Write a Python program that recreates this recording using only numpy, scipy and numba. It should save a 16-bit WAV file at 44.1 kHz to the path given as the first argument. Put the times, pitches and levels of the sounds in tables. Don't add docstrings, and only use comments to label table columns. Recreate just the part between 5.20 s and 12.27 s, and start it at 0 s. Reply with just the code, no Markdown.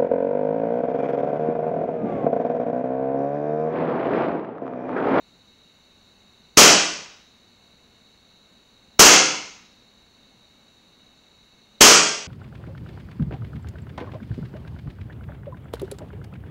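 import sys
import numpy as np
from scipy import signal
from scipy.fft import rfft, irfft, next_fast_len
from scipy.io import wavfile
from scipy.ndimage import uniform_filter1d
from numba import njit

SR = 44100
rng = np.random.default_rng(int(sys.argv[2]) if len(sys.argv) > 2 else 0)


def undo_db(level):
    steps = np.asarray(level, float) / 20
    return 10 ** steps


def master_out(mix):
    frames = np.transpose(np.atleast_2d(mix))
    ceiling = np.clip(frames, -1, 1)
    pcm = np.round(ceiling * 32767).astype(np.int16)
    wavfile.write(sys.argv[1], SR, pcm)


N = 311787

# (frequency [Hz], density [dB per Hz])
AIR_COLOUR = [(20, -10.5), (50, -3), (110, -4.5), (290, -6.5), (1000, -12.5), (3200, -19.5), (7800, -30.5),
              (15600, -37.5)]
# (frequency [Hz], width [Hz], level [dB])
MOTOR_RESONANCES = [(215, 100, -67), (1520, 53, -84.5), (2200, 160, -75), (2635, 140, -76.5),
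                    (2875, 230, -75), (3620, 80, -77), (3832, 280, -61.5), (4000, 70, -69),
                    (4310, 200, -68), (4500, 240, -75), (5370, 150, -84.5), (5920, 300, -77.5),
                    (6320, 340, -76.5), (7040, 500, -76.5)]
# (frequency [Hz], level [dB])
WHISTLE = (15684, -88)
# (time [s], blast level [dB], gas hiss level [dB], brightness [dB per octave])
SHOTS = [
    (1.3730, -6.5, -4, 1),
    (3.7940, -3.5, -3, 1.5),
    (6.6091, -4.5, -4, 1.5),
]
# (level [dB], rise time [s])
HAMMER = (-34, .0010)
# (time after blast [s], level [dB], decay [s])
SLIDE_KNOCKS = [
    (.012, -13, 0.0025),
    (.032, -12.5, .004),
    (.058, -8.5, .006),
]
# (frequency [Hz], density [dB per Hz])
SHOT_COLOUR = [(85, -24.5), (200, -0.5), (550, 0), (900, -3.5), (6300, -2.5), (7300, -9), (10000, -25.5),
               (14000, -39.5)]
# (frequency [Hz], gain [dB])
PORT_COLOUR = [(900, 1), (1300, 3.5), (1900, -3.5), (2700, 0), (3250, 0), (3550, -7), (6300, 0.5)]
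# (frequency [Hz], level [dB], T60 [s])
THUMP = (410, -3, 0.013)
# (frequency [Hz], T60 [s])
ROOM_T60 = [(60, 0.95), (250, 0.59), (500, 0.57), (1200, 0.64), (3000, 0.67), (6000, 0.63), (10000, 0.42),
            (14000, 0.22)]
# (frequency [Hz], level [dB], T60 [s])
ROOM_MODES = [(198, -17, .55), (307, -15, .6), (379, -15, .55), (419, -14, .6), (445, -16, .55)]

AIR_DB, SHOT_DB = -60.5, 11.5
GAS_DECAY_S = 0.0072
ROOM_BUILD_S, DIRECT_DB = 0.0033, -5.5
SHIFT = 0.7
CAPSULE_TOP_HZ, TOP_HZ = 14250, 15810
LIMIT_DB, RATIO, ATTACK_S, RELEASE_S = -12.5, 2.8, 0.043, 0.015
CLIP, KNEE = 0.66, 21


def unit(x):
    return x / np.sqrt(np.mean(x ** 2))


def unit_energy(x):
    return x / np.sqrt(np.sum(x ** 2))


def at(points, hz):
    f, v = np.transpose(points)
    return np.interp(np.log(np.maximum(hz, 1)), np.log(f), v)


def shape(x, gain):
    n = next_fast_len(len(x))
    spectrum = rfft(x, n) * gain(np.fft.rfftfreq(n, 1 / SR))
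    return irfft(spectrum, n)[:len(x)]


def causal(points, size=1024):
    log_gain = at(points, np.fft.rfftfreq(size, 1 / SR)) * np.log(10) / 20
    cepstrum = irfft(log_gain, size)
    cepstrum[1:size // 2] *= 2
    cepstrum[size // 2 + 1:] = 0
    return unit_energy(irfft(np.exp(rfft(cepstrum)), size))


def even(x, size=16):
    power = uniform_filter1d(np.abs(rfft(x)) ** 2, size)
    hz = np.fft.rfftfreq(len(x), 1 / SR) + 1
    inverse = causal(np.transpose([hz, -10 * np.log10(power)]), size=4096)[:2048]
    return signal.fftconvolve(x, inverse)[:len(x)]


def walk(rate):
    hold = int(SR / rate)
    steps = np.repeat(rng.standard_normal(N // hold + 1), hold)
    return unit(uniform_filter1d(uniform_filter1d(steps, hold), hold)[:N])


def air():
    hiss = unit(shape(rng.standard_normal(N), lambda f: undo_db(at(AIR_COLOUR, f))))
    return undo_db(AIR_DB + 0.16 * walk(2.4)) * hiss


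def motor():
    out = np.zeros(N)
    for hz, width, db in MOTOR_RESONANCES:
        band = shape(rng.standard_normal(N), lambda f: 1 / (1 + (2 * (f - hz) / width) ** 4))
        out += undo_db(db + 0.3 * walk(5.9)) * unit(band)
    return out


def whistle():
    hz, db = WHISTLE
    return undo_db(db + 0.6 * walk(3)) * np.sin(2 * np.pi * hz * np.arange(N) / SR)


def hammer(t, noise):
    db, rise = HAMMER
    return undo_db(db) * noise * (t < 0) * np.exp(np.minimum(t, 0) / rise)


def burst(t, decay, noise):
    return unit_energy(noise * (t >= 0) * np.exp(-np.maximum(t, 0) / decay))


def blast_and_slide(t, lead, gas_db, gas_noise, rattle_noise):
    x = undo_db(gas_db) * burst(t, GAS_DECAY_S, gas_noise)
    x[lead] += 1
    for lag, db, decay in SLIDE_KNOCKS:
        x[lead + int(lag * SR)] += undo_db(db)
        x = x + 0.56 * undo_db(db) * burst(t - lag, decay, rattle_noise)
    return even(x)


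def thump(t):
    hz, db, t60 = THUMP
    u = np.maximum(t - 0.002, 0)
    return undo_db(db) * np.sin(2 * np.pi * hz * u) * 1000 ** (-u / t60)


def pistol():
    lead, size = 441, 8820
    t = (np.arange(size) - lead) / SR
    crack, pop = np.zeros((2, N + size))
    for s, blast_db, gas_db, tilt_db in SHOTS:
        gas, rattle, valve = rng.standard_normal((3, size))
        x = blast_and_slide(t, lead, gas_db, gas, rattle) + hammer(t, valve)
        tilt = causal([(100, -3 * tilt_db), (12800, 4 * tilt_db)], size=64)
        i = int(s * SR) - lead
        crack[i:i + size] += undo_db(blast_db) * np.convolve(x, tilt)[:size]
        pop[i:i + size] += undo_db(blast_db) * thump(t)
    colour = np.convolve(causal(SHOT_COLOUR), causal(PORT_COLOUR))
    return signal.fftconvolve(crack, colour)[:N], pop[:N]


def room(noise):
    t = np.arange(SR) / SR
    tail = 0
    for hz in 30 * 2 ** np.arange(0, 9.6, 0.5):
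        band = shape(noise, lambda f: np.clip(1 - 2 * np.abs(np.log2(np.maximum(f, 1) / hz)), 0, 1))
        tail = tail + band * 1000 ** (-t / at(ROOM_T60, hz))
    tail = unit(even(tail, size=50)) / 5
    for hz, db, t60 in ROOM_MODES:
        tail = tail + 0.42 * undo_db(db) * np.sin(2 * np.pi * hz * t) * 1000 ** (-t / t60)
    tail = unit_energy(tail * (1 - np.exp(-t / ROOM_BUILD_S)))
    tail[0] = undo_db(DIRECT_DB)
    return tail


def capsule(x):
    return signal.sosfilt(signal.ellip(8, 0.5, 50, CAPSULE_TOP_HZ, fs=SR, output="sos"), x)


def scene():
    background = air() + motor() + whistle()
    crack, shots = pistol()
    t = np.arange(N) / SR
    walls = rng.standard_normal(SR)
    for s, *_ in SHOTS:
        echoes = np.sqrt(1 - SHIFT) * walls + np.sqrt(SHIFT) * rng.standard_normal(SR)
        one_shot = crack * (np.abs(t - s) < 1)
        shots = shots + 30 * signal.fftconvolve(one_shot, room(echoes))[:N]
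    return (undo_db(SHOT_DB) * capsule(shots) + background)[None]


@njit
def follow(x, attack, release):
    e, out = 0., np.empty(len(x))
    for i in range(len(x)):
        e += (abs(x[i]) - e) * (attack if abs(x[i]) > e else release)
        out[i] = e
    return out


def limiter(x):
    level = follow(x[0], 1 / (ATTACK_S * SR), 1 / (RELEASE_S * SR))
    threshold = undo_db(LIMIT_DB)
    return x * (threshold / np.maximum(level, threshold)) ** (1 - 1 / RATIO)


def overload(x):
    return x / (1 + np.abs(x / CLIP) ** KNEE) ** (1 / KNEE)


def low_pass(x):
    return signal.sosfilt(signal.butter(12, 16990, fs=SR, output="sos"), x)


def record(dry):
    x = overload(limiter(dry))
    mix = shape(x[0], lambda f: np.clip((TOP_HZ - f) / 120, 0.001, 1))[None]
    return low_pass(mix)


dry = scene()
out = record(dry)
master_out(out)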